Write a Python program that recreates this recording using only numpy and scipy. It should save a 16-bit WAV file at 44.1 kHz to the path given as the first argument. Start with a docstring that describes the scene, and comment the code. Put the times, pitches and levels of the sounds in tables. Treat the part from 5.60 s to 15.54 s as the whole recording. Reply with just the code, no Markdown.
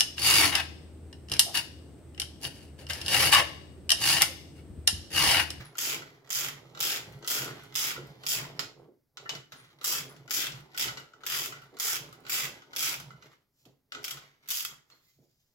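"""In a small garage, a ratchet wrench works a valve tool on an aluminium cylinder head, about two swings a second
with longer pauses. On each back swing the pawl drops from tooth to tooth, and these impulses, speeding up and
slowing again, excite the wrench and head. On the drive stroke the steel rings in decaying modes and slides with
uneven friction noise, while the workbench rumbles in low bands under the hand. Short echoes and a faint steady
room noise surround it all."""
import sys
import numpy as np
from scipy import signal
from scipy.fft import rfft, irfft, next_fast_len
from scipy.io import wavfile
from scipy.ndimage import map_coordinates

SR = 44100
rng = np.random.default_rng(int(sys.argv[2]) if len(sys.argv) > 2 else 0)


def int16_out(signal):
    """Quantize to a 16-bit WAV file."""
    q = np.round(np.clip(np.atleast_2d(signal).T, -1, 1) * 32767)
    wavfile.write(sys.argv[1], SR, q.astype(np.int16))


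N = 438354  # length in samples


def amp(db):
    """Level and amplitude: 20 dB is a factor of ten in amplitude."""
    return 10 ** (np.asarray(db) / 20)


def unit(x):
    """Normalisation to a root-mean-square amplitude of 1."""
    return x / np.sqrt(np.mean(x ** 2) + 1e-20)


def along(points, hz):
    """Logarithmic frequency scale: (f/Hz, value) points joined by straight lines over log frequency."""
    f, v = np.transpose(points)
    return np.interp(np.log(hz + 1), np.log(f + 1), v)


def wobble(rate):
    """Slow random modulation: a smooth curve through random knots, rate knots a second."""
    knots = rng.standard_normal(int(N * rate / SR) + 4)
    return map_coordinates(knots, [np.arange(N) * rate / SR])


def filtered(x, response):
    """Linear filtering: the spectrum of x times a complex response of frequency."""
    m = next_fast_len(N + SR // 2)
    return irfft(rfft(x, m) * response(np.fft.rfftfreq(m, 1 / SR)), m)[..., :N]


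def coloured(x, spectrum, size=8192):
    """Minimum-phase filtering: a causal impulse response of energy 1 with the shape of this spectrum."""
    log_gain = np.log(amp(along(spectrum, np.fft.rfftfreq(size, 1 / SR))))
    cepstrum = irfft(log_gain)
    # folding the cepstrum onto positive times makes the filter causal
    cepstrum[1:size // 2] *= 2
    cepstrum[size // 2 + 1:] = 0
    pulse = irfft(np.exp(rfft(cepstrum)))
    pulse = pulse / np.linalg.norm(pulse)
    return signal.fftconvolve(np.atleast_2d(x), pulse[None], axes=1)[:, :N]


def grains(rate, spread_db):
    """Granular friction: randomly timed impulses of uneven size and sign, rate a second, rms 1."""
    size = amp(spread_db * np.clip(rng.standard_normal(N), -2, 2))
    present = rng.random(N) < rate / SR
    return unit(present * size * np.sign(rng.standard_normal(N)))


def burst(t60):
    """Exponential decay: noise that starts at rms 1 and falls 60 dB in t60 seconds."""
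    t = np.arange(SR // 4) / SR
    return rng.standard_normal(len(t)) * amp(-60 * t / t60)


def add(track, s, sound):
    """Superposition: a sound is summed into a track at time s."""
    part = track[max(round(s * SR), 0):][:len(sound)]
    part += sound[:len(part)]


def swell(s, length, db, rise, fall, sag_db=0):
    """Exponential envelope: climbs to db at time s, sags for its length, then dies; rise and fall in dB/s."""
    t = np.arange(0, N, 64) / SR - s  # one gain every 64 samples
    held = np.clip(t / length, 0, 1)
    climb = abs(rise) * np.maximum(-t, 0)
    release = abs(fall) * np.maximum(t - length, 0)
    return amp(db - climb - sag_db * held - release)


def together(swells):
    """Incoherent summation: swells add in power, giving one gain per sample."""
    gain = np.sqrt(np.sum(np.square(swells), axis=0))
    return np.interp(np.arange(N), np.linspace(0, N, len(gain)), gain)


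# envelope of a push: time to climb 20 dB in a drive stroke and in a change of grip, sag while held, release
DRIVE_ATTACK_S, GRIP_ATTACK_S, DRIVE_SAG_DB, DRIVE_RELEASE_DB_PER_S = 0.078, 0.047, 9, 170.5


def push(s, length, db, attack):
    """Attack, hold and release: the hand leans on the tool, sags while holding and lets go."""
    return swell(s, length, db, 20 / attack, DRIVE_RELEASE_DB_PER_S, DRIVE_SAG_DB)


# spectrum of the room noise: f/Hz, relative level/dB
AIR_SPECTRUM = [(20, -7.5), (60, -6), (134, 0.5), (200, -7), (420, -14), (700, -18.5), (1200, -23.5),
                (2050, -25), (3000, -32.5), (5000, -23.5), (8700, -32.5), (12000, -23.5), (16000, -24.5)]


def air(level_db=-80):
    """Partly correlated stationary noise: a shared part and weaker independent parts at the two ports."""
    left, right, shared = (coloured(rng.standard_normal(N), AIR_SPECTRUM) for _ in range(3))
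    return amp(level_db) * (shared + 0.33 * np.vstack([left, right]))


# decay of the garage echoes: f/Hz, reverberation time T60/s
GARAGE_DECAY = [(150, 0.66), (500, 0.27), (1200, 0.29), (3000, 0.32), (7000, 0.28), (15000, 0.21)]


def room_answer(wet_db, walls_db):
    """Reverberation: a brief dense burst of close reflections and a tail that decays at its own rate per band."""
    hz, t, z = signal.stft(rng.standard_normal((2, SR // 2)), SR, nperseg=256)
    decay = amp(-60 * t / along(GARAGE_DECAY, hz)[:, None])
    build_up = 1 - np.exp(-t / 0.0015)
    tail = signal.istft(z * decay * build_up, SR, nperseg=256)[1]
    near = rng.standard_normal(tail.shape) * amp(-60 * np.arange(tail.shape[1]) / SR / 0.015)  # T60 15 ms
    return (amp(wet_db) * unit(tail) + amp(walls_db) * unit(near)) / np.sqrt(tail.shape[1])


def garage(x, wet_db, walls_db, lag, size=16384):
    """Interaural delay and reverberation: direct sound reaches the left port first (lag in s); the echoes
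    shift, crossfaded from window to window, as hand and tool move."""
    direct = filtered(x, lambda f: np.array([np.ones_like(f), np.exp(-2j * np.pi * f * lag)]))
    hop = size // 2
    fade = np.sin(np.pi * np.arange(size) / size)
    padded = np.pad(x, ((0, 0), (hop, size)))
    echoes = np.zeros((2, padded.shape[1] + SR))
    for i in range(0, N + hop, hop):
        part = signal.fftconvolve(fade * padded[:, i:i + size], room_answer(wet_db, walls_db), axes=1)
        echoes[:, i:i + part.shape[1]] += part
    out = direct + echoes[:, hop:][:, :N]
    return out * np.sqrt(2 / (1 + amp(walls_db) ** 2 + amp(wet_db) ** 2))


# spectra of the bench rumble and of the hollow rub: f/Hz, relative level/dB
BENCH_SPECTRUM = [(20, -29), (35, -26), (48, -25.5), (65, -11.5), (92, -22), (112, -6), (137, 4.5),
                  (155, -2.5), (180, -11), (210, -15.5), (400, -52)]
HOLLOW_SPECTRUM = [(150, -31), (235, -6), (280, 0.5), (308, -10.5), (332, 2.5), (365, -3), (420, 3),
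                   (470, -3), (700, -6), (920, -8.5), (1300, -16), (3000, -47.5)]
# drive strokes, when the wrench takes the load and rocks the head on the bench:
# t/s, duration/s, relative rumble level/dB, relative hollow rub level/dB
DRIVES = [(0.333, 0.23, -52, -56.5), (0.891, 0.42, -51.5, -59), (1.496, 0.097, -43, -56.5),
          (1.826, .3, -47.5, -49.5), (2.383, 0.34, -49, -54), (2.786, 0.27, -47.5, -48),
          (4.392, 0.26, -51.5, -56), (4.933, 0.077, -44, -54), (5.268, 0.14, -46.5, -50),
          (5.75, .32, -55.5, -61), (6.423, 0.19, -52, -55), (6.855, 0.083, -49, -55.5),
          (7.408, .18, -50.5, -62), (8.559, 0.085, -58.5, -60.5), (9.121, 0.028, -56.5, -58.5)]
# changes of grip: t/s, duration/s, then relative levels/dB of rumble, hollow rub, scrape
SHIFTS = [(0.006, 0.029, -39, -48.5, -46), (3.012, 0.064, -53.5, -46, -68), (3.19, 0.075, -56, -55, -74),
          (3.601, 0.11, -62, -56.5, -68), (3.658, .012, -58, -62, -54.5), (3.737, 0.061, -48.5, -51, -53),
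          (3.937, 0.081, -57, -55.5, -53), (4.045, 0.082, -61, -74, -57.5),
          (7.646, 0.078, -63, -61.5, -60.5), (8.078, 0.049, -62, -65, -79), (8.371, 0.093, -57, -51.5, -60),
          (8.908, .03, -61, -66, -65), (9.324, 0.067, -77, -68.5, -66), (9.603, 0.018, -60.5, -85, -89)]
RUB_RISE_DB_PER_S, RUB_FALL_DB_PER_S = 79, 71
SWING_RUMBLE_DB = -8.5  # rumble of a back swing relative to its rub


def bench(rumble_db=0, rub_db=-1, lumps_db=1.5):
    """Forced vibration and friction: the rocking head shakes the bench top and rubs on its cloth,
    in mid swing and under each push."""
    swings = [swell(s + length / 2, length / 2, db, RUB_RISE_DB_PER_S, RUB_FALL_DB_PER_S, 0.71)
              for s, length, *_, db in SWINGS]
    pushes = [(*row, DRIVE_ATTACK_S) for row in DRIVES]
    pushes += [(*row[:4], GRIP_ATTACK_S) for row in SHIFTS]
    low_pushes = [push(s, length, db, attack) for s, length, db, _, attack in pushes]
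    hollow_pushes = [push(s, length, db, attack) for s, length, _, db, attack in pushes]
    low = together([amp(SWING_RUMBLE_DB) * gain for gain in swings] + low_pushes)
    hollow = together(swings + hollow_pushes)
    lumps = lumps_db * wobble(22)
    rumble = low * amp(rumble_db + lumps) * coloured(rng.standard_normal(N), BENCH_SPECTRUM)
    rub_grain = coloured(grains(rate=900, spread_db=6.5), HOLLOW_SPECTRUM)
    rub = hollow * amp(rub_db + lumps / 2) * rub_grain
    return rumble, rub


# soft bumps of the hand on the head: t/s, level/dB before the room
BUMPS = [(1.765, -52.5), (2.377, -43.5), (3.28, -54.5), (6.125, -51), (8.06, -55.5), (9.585, -66.5),
         (9.616, -64.5)]


def bumps(t60=0.25):
    """Soft impact: a gloved hand gives a low, dying noise burst, the answer of the hollow casting."""
    out = np.zeros(N)
    for s, db in BUMPS:
        add(out, s, amp(db) * burst(t60))
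    return coloured(out, [(120, -23.5), (260, 7), (450, 5.5), (700, -4.5), (1500, -44), (4000, -61.0)])


# brushes of the rubber glove over metal: t/s, duration/s, level/dB before the room
RUSTLES = [(7.992, 0.11, -73), (9.296, 0.61, -74), (9.306, 0.037, -81), (9.48, .05, -68.5),
           (9.808, 0.031, -75)]
# spectrum of the glove hiss: f/Hz, relative level/dB
GLOVE_SPECTRUM = [(1500, -13), (3000, -6.5), (5000, -1.5), (7500, -3.5), (8700, -22.5), (11000, -8.5),
                  (15500, -2.5)]


def glove(level_db=0):
    """Sliding friction: dense grains make a faint, uneven hiss of rubber on metal."""
    brush = coloured(grains(rate=4000, spread_db=4), GLOVE_SPECTRUM)
    strokes = together([push(*row, DRIVE_ATTACK_S) for row in RUSTLES])
    return strokes * amp(level_db + 2 * wobble(40)) * brush


# short tonal metal sounds (squeaks, a brief ping, a tone within a scrape):
# t/s of the peak, f/Hz, level/dB before the room, half duration/s
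METAL_TONES = [(0.058, 10280, -51.5, 0.022), (3.985, 9100, -60, 0.062), (4.496, 10470, -53, 0.016),
               (3.666, 1824, -43.5, 0.023), (3.701, 2990, -34, 0.0181), (9.322, 4290, -57, 0.02),
               (9.484, 2060, -75, 0.059), (9.677, 4900, -85, 0.24)]


def metal_tones(waver=0.015):
    """Frequency modulation: short tonal metal sounds, each a swell of a sine whose pitch wavers at random."""
    out = np.zeros(N)
    drift = 1 + waver * wobble(200)
    for s, hz, db, length in METAL_TONES:
        count = round(2 * length * SR)
        tone = np.sin(2 * np.pi * hz * np.cumsum(drift[:count]) / SR)
        add(out, s - length, amp(db) * np.hanning(count) ** 2 * tone)
    return out


# spectrum of steel sliding on steel: f/Hz, relative level/dB
SLIDING_SPECTRUM = [(500, -10), (1050, 4.5), (1380, 6.5), (1750, 3), (2050, 8.5), (2500, -0.5), (3300, 1.5),
                    (5000, -2.5), (7500, -10), (8700, -23), (11000, -12), (15500, -15.5)]
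SCRAPE_RISE_DB_PER_S, SCRAPE_FALL_DB_PER_S = 168.5, 85


def sliding(level_db=-3, drive_db=-5):
    """Sliding friction: the tool scrapes on the valve spring, most as the handle turns round, lightly under load."""
    turns = [swell(s + length, .01, db, SCRAPE_RISE_DB_PER_S, SCRAPE_FALL_DB_PER_S)
             for s, length, *_, db, _ in SWINGS]
    loads = [push(s, length, db + drive_db, DRIVE_ATTACK_S) for s, length, _, db in DRIVES]
    grips = [push(s, length, db, GRIP_ATTACK_S) for s, length, _, _, db in SHIFTS]
    scrape = coloured(grains(rate=1500, spread_db=5), SLIDING_SPECTRUM)
    return together(turns + loads + grips) * amp(level_db + 2.94 * wobble(49)) * scrape


def take_up(level_db=-55, lead=0.06, rise_db=8):
    """Backlash: just before each back swing the socket chatters through its slack, growing over lead seconds."""
    level, t = np.zeros(N), np.arange(round(lead * SR)) / SR
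    for s, *_ in SWINGS:
        add(level, s - lead, amp(level_db + rise_db * (t / lead - 1.5)))
    chatter = grains(rate=220, spread_db=2)
    return coloured(level * chatter, SLIDING_SPECTRUM)


# modes of the steel tool: f/Hz, mean level/dB relative to the knock, T60/s
STEEL_MODES = [(1183, -1.5, 0.013), (1338, 0.5, 0.035), (1439, -9, 0.08), (1483, -5, 0.047),
               (1995, -11, 0.07), (2950, -9.5, 0.047)]


def steel_ring():
    """Modal synthesis: one knock is a sum of decaying sines, pitch and balance a little different each time."""
    t = np.arange(SR // 4) / SR
    ring = np.zeros(len(t))
    for hz, level, t60 in STEEL_MODES:
        decay = amp(level + rng.normal(0, 1.4) - 60 * t / t60)
        ring += decay * np.sin(2 * np.pi * (hz * rng.normal(1, 0.013) * t + rng.random()))
    return ring


def chinks(level_db=-6, spread_db=3, rattle_db=0, count=3):
    """Repeated light impact: under load the tool settles on the spring, chinking louder for a harder push."""
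    out = np.zeros(N)
    for s, length, _, db in DRIVES:
        for where, size in rng.random((count, 2)):
            chink = steel_ring() + amp(rattle_db) * burst(t60=.02)
            add(out, s + where * length, amp(db + level_db + spread_db * (2 * size + 1)) * chink)
    return out


def clicks(energy, crack_t60, ring_t60, ring_share, apart=1.9):
    """Energy decay: each impulse becomes noise with a sharp crack, then a short ring, partly unlike at the ports."""
    t = np.arange(SR // 10) / SR
    crack, ring = amp(-60 * t / crack_t60) ** 2, amp(-60 * t / ring_t60) ** 2
    share = np.clip(ring_share, 0, 1)
    decay = (1 - share) * crack / crack.sum() + share * ring / ring.sum()
    power = signal.fftconvolve(energy, decay)[:N]
    noise = unit(rng.standard_normal(N) + apart * rng.standard_normal((2, N)))
    return np.sqrt(np.abs(power)) * noise


# other knocks of the tool: t/s, then relative levels/dB of knock, ring, treble
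CLANKS = [(0.4199, -36, -43.5, -56), (1.1495, -33.5, -45.5, -62.5), (1.6257, -34, -48, -68),
          (1.878, -27, -43, -56), (2.0223, -39.5, -55, -62), (2.361, -42, -34.5, -60.5),
          (2.9931, -10, -37, -34.5), (3.5716, -24, -46.5, -61), (3.658, -55, -41, -73),
          (3.6931, -13, -60, -46), (3.7513, -24, -42, -51), (3.921, -26.5, -45.5, -52.5),
          (4.564, -37.5, -61.5, -65), (4.9203, -26.5, -56.5, -61.5), (5.2829, -18, -33.5, -51),
          (5.3728, -22.5, -37.5, -61), (5.5347, -42, -52.5, -77), (5.9225, -26.5, -39, -63),
          (6.0182, -40, -49.5, -60), (6.5268, -35, -48, -52), (6.651, -33.5, -51, -72),
          (7.0203, -38.5, -53, -76), (7.3996, -25.5, -48, -44), (7.5053, -39, -45.5, -74),
          (7.624, -38, -53.5, -75), (8.0536, -40.5, -81, -62), (8.3206, -23, -39.5, -52),
          (8.3482, -24.5, -39, -62), (8.5715, -27, -48, -52), (9.301, -42, -71, -77)]
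# spectrum of a knock: f/Hz, relative level/dB
KNOCK_SPECTRUM = [(200, -19.5), (800, -5), (1350, -3.5), (1750, -5), (2500, -3), (3080, -2), (3600, -1),
                  (4700, -3), (6000, -5), (7600, -6.5), (8600, -28.5), (16000, -27)]
# the knock before each swing: its lead, and its ring and tick relative to the knock
SLACK_LEAD_S, SLACK_RING_DB, SLACK_TREBLE_DB = .03, -15, -25.5


def clanks(knock_db=6, steel_db=5, tick_db=-3):
    """Impact excitation: a brief rattle, a bright tick and the tool's modes; one knock precedes every swing."""
    knocks, ticks, rings = np.zeros((3, N))
    t = np.arange(SR // 4) / SR
    onset = 1 - np.exp(-t / 0.0016)
    slack = [(s - SLACK_LEAD_S, db, db + SLACK_RING_DB, db + SLACK_TREBLE_DB) for s, _, _, db, *_ in SWINGS]
    for s, db, ring_db, treble_db in slack + list(CLANKS):
        add(rings, s, amp(ring_db + steel_db) * steel_ring() * onset)
        knocks[round(s * SR)] += amp(db + knock_db) ** 2
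        add(ticks, s, amp(treble_db + tick_db) * burst(t60=0.052))
    rattle = coloured(clicks(knocks, crack_t60=0.0058, ring_t60=.07, ring_share=0.7), KNOCK_SPECTRUM)
    return rings + rattle + coloured(ticks, [(5000, -30.0), (8700, -10.5), (10800, 1.5), (15500, -2.5)])


# resonances of the wrench and head that the pawl excites: f/Hz, bandwidth/Hz, relative level/dB
HEAD_MODES = [(2320, 15, -8.5), (2630, 55, 4.5), (2950, 32, -17.5), (3276, 30, 8), (5080, 110, -4.5)]


def head_ring(x, ring_db):
    """Resonance: the wrench and cylinder head ring on as damped second-order systems beside the direct sound."""
    def modes(f):
        return sum(amp(db) * 1j * f * w / (c * c - f * f + 1j * f * w) for c, w, db in HEAD_MODES)
    return filtered(x, lambda f: 1 + amp(ring_db) * modes(f))


# back swings of the handle: t/s, duration/s, top speed/(teeth/s), slack knock level/dB, first tooth level/dB,
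# pawl level/dB, pawl fade over the swing/dB, wrench body level/dB, its rise over the swing/dB,
# scrape level/dB, hollow rub level/dB; levels are relative within each layer
SWINGS = [(0.183, 0.17, 232, -33.5, -24, -32.5, 6, -37.5, 5, -50.5, -49),
          (0.704, 0.19, 215, -43, -27, -33, 9, -38.5, 4.5, -53.5, -50.5),
          (1.2038, 0.18, 245, -28.5, -23, -32.5, 8.5, -35.5, -1.5, -49, -50),
          (1.6756, 0.17, 230, -26.5, -23.5, -32, 11, -36, -5, -48, -48),
          (2.154, .17, 250, -36.5, -21.5, -31.5, 10, -35.5, 1.5, -50, -53.5),
          (2.6653, 0.13, 210, -29, -25.5, -30.5, 10, -39.5, 5.5, -47.5, -53),
          (4.243, 0.17, 260, -29.5, -22.5, -31.5, 13.5, -38, -1.5, -55.5, -53.5),
          (4.708, 0.17, 235, -33.5, -24, -32.5, 14, -36.5, 9, -51.5, -51),
          (5.176, .1, 259, -30, -25.5, -32.5, 20.5, -36, -7.5, -48.5, -52),
          (5.665, 0.2, 199, -30.5, -25.5, -33.5, 0, -37, -3, -49, -50.5),
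          (6.1988, .18, 254, -33, -23.5, -31.5, 7, -36.5, 1, -54.5, -53.5),
          (6.6958, 0.16, 280, -26, -23, -31, 10.5, -35, -2, -51, -50),
          (7.1625, .18, 247, -30, -26.5, -31.5, 5.5, -36.5, 2, -55.5, -50),
          (8.442, 0.085, 52, -46, -27.5, -55, -0.5, -53, 9, -53.5, -71),
          (8.8872, .148, 140, -53, -29, -33, 3, -42.5, -3, -60, -68.5)]
# single teeth that snap out of the rasp: t/s, relative level/dB
TEETH = [(2.7174, -23.5), (4.3844, -30.5), (8.4803, -29), (8.5082, -27), (8.903, -34), (8.9105, -23.5),
         (9.0496, -25.5)]
# spectra of the pawl and of the wrench body: f/Hz, relative level/dB
PAWL_SPECTRUM = [(900, -39), (2200, -18), (3250, -6.5), (4100, -10), (4950, 2.5), (5900, -1), (6900, 1),
                 (7800, -2), (8700, -15.5), (9700, -7.5), (11200, -3), (13200, -2.5), (15600, -5)]
BODY_SPECTRUM = [(300, -19), (850, -7.5), (1100, -6.5), (1380, 3.5), (1700, -3), (2100, 2), (2700, 1.5),
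                 (3300, 4), (3900, -0.5), (6000, -7.5), (12000, -21)]
# tilt of the wrench body's ring as a swing starts and as it ends: f/Hz, gain/dB
EARLY_TONE = [(1500, 0), (2500, -1), (3450, 1.5), (4300, -2)]
LATE_TONE = [(1500, 1.5), (2650, 1.5), (3450, -1), (4300, -0.5)]
# a light tick as the pawl lifts, before the first full tooth
LEAD_TOOTH_S, LEAD_TOOTH_DB = .011, -18
# the pawl's second drop follows the first at once; then the steady rasp begins
SECOND_TOOTH_S, SECOND_TOOTH_DB, RUN_UP_S = 0.0053, -1.5, .013


def ratchet(pawl_db=-1.0, body_db=-2, slowest=.25, jitter=.2, scatter_db=2.5, tooth_db=18, tooth_body_db=-6,
            pawl_speed_db=7, body_speed_db=5):
    """Periodic impact: the pawl drops once a tooth; the handle speeds up quickly and slows, and faster is louder."""
    pawl, early, late = np.zeros((3, N))
    snaps = list(TEETH)
    for s, length, top, _, first_db, db, fade_db, wrench_db, rise_db, *_ in SWINGS:
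        snaps += [(s - LEAD_TOOTH_S, first_db + LEAD_TOOTH_DB), (s, first_db),
                  (s + SECOND_TOOTH_S, first_db + SECOND_TOOTH_DB)]
        t = np.arange(s + RUN_UP_S, s + length, 1 / SR)
        rate = top * (slowest + (1 - slowest) * np.sin(np.pi * np.linspace(0, 1, len(t)) ** .7))
        passed = np.cumsum(rate) / SR  # teeth passed so far
        tooth = np.arange(.5, passed[-1])
        slip, size = np.clip(rng.standard_normal((100, 2))[:len(tooth)].T, -1.4, 1.4)
        when = np.interp(tooth + jitter * slip, passed, t)
        pace = np.interp(when, t, rate) / top
        done = np.clip((when - s) / length, 0, 1)
        # slow teeth stand apart, fast ones merge into a rasp
        energy = unit(amp(scatter_db * size)) ** 2 * SR / (top * pace)
        at = np.round(when * SR).astype(int)
        pawl_level = pawl_db + db + pawl_speed_db * (pace - 1) - fade_db * (done - .5)
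        body_level = body_db + wrench_db + body_speed_db * (pace - 1) + rise_db * (done - .5)
        pawl[at] += energy * amp(pawl_level) ** 2
        body = energy * amp(body_level) ** 2
        early[at] += body * (1 - done)
        late[at] += body * done
    for s, db in snaps:
        pawl[round(s * SR)] += amp(db + tooth_db) ** 2
        early[round(s * SR)] += amp(db + tooth_db + tooth_body_db) ** 2
    bright = coloured(clicks(pawl, crack_t60=0.0017, ring_t60=0.05, ring_share=0.64), PAWL_SPECTRUM)
    wrench = np.zeros((2, N))
    for part, tone in [(early, EARLY_TONE), (late, LATE_TONE)]:
        body_clicks = clicks(part, crack_t60=0.006, ring_t60=.04, ring_share=0.8)
        wrench += filtered(body_clicks, lambda hz: amp(along(tone, hz)))
    return bright + coloured(wrench, BODY_SPECTRUM)


def scene():
    """Superposition: metal sounds spread through the room; the bench rumble is one signal, stronger at right."""
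    metal = head_ring(ratchet(), ring_db=-8.5) + clanks() + sliding() + take_up()
    metal = metal + chinks() + glove() + metal_tones()
    rumble, rub = bench()
    bright = garage(metal, wet_db=-0.5, walls_db=-1.0, lag=0.00016)
    hollow = 0.73 * garage(rub + bumps(), wet_db=-7.5, walls_db=-7.5, lag=.00002)
    return bright + hollow + rumble * amp([[-.9], [.9]]) + air()


TOP_HZ = 15950  # band limit


def record(dry):
    """Linear filtering: a left-right balance that varies with frequency, and a steep cut at the band limit."""
    # f/Hz, left minus right level/dB
    balance = [(150, -0.7), (400, -1.2), (1500, -0.5), (2600, -0.3), (4000, -1.0), (6800, -1.8),
               (8200, 2.0), (15000, 1.5)]
    halves = np.array([[.5], [-.5]])

    def response(hz):
        passed = 1 / (1 + (hz / TOP_HZ) ** 200)
        return amp(halves * along(balance, hz)) * passed
    return filtered(dry, response)


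dry = scene()
out = record(dry)
int16_out(out)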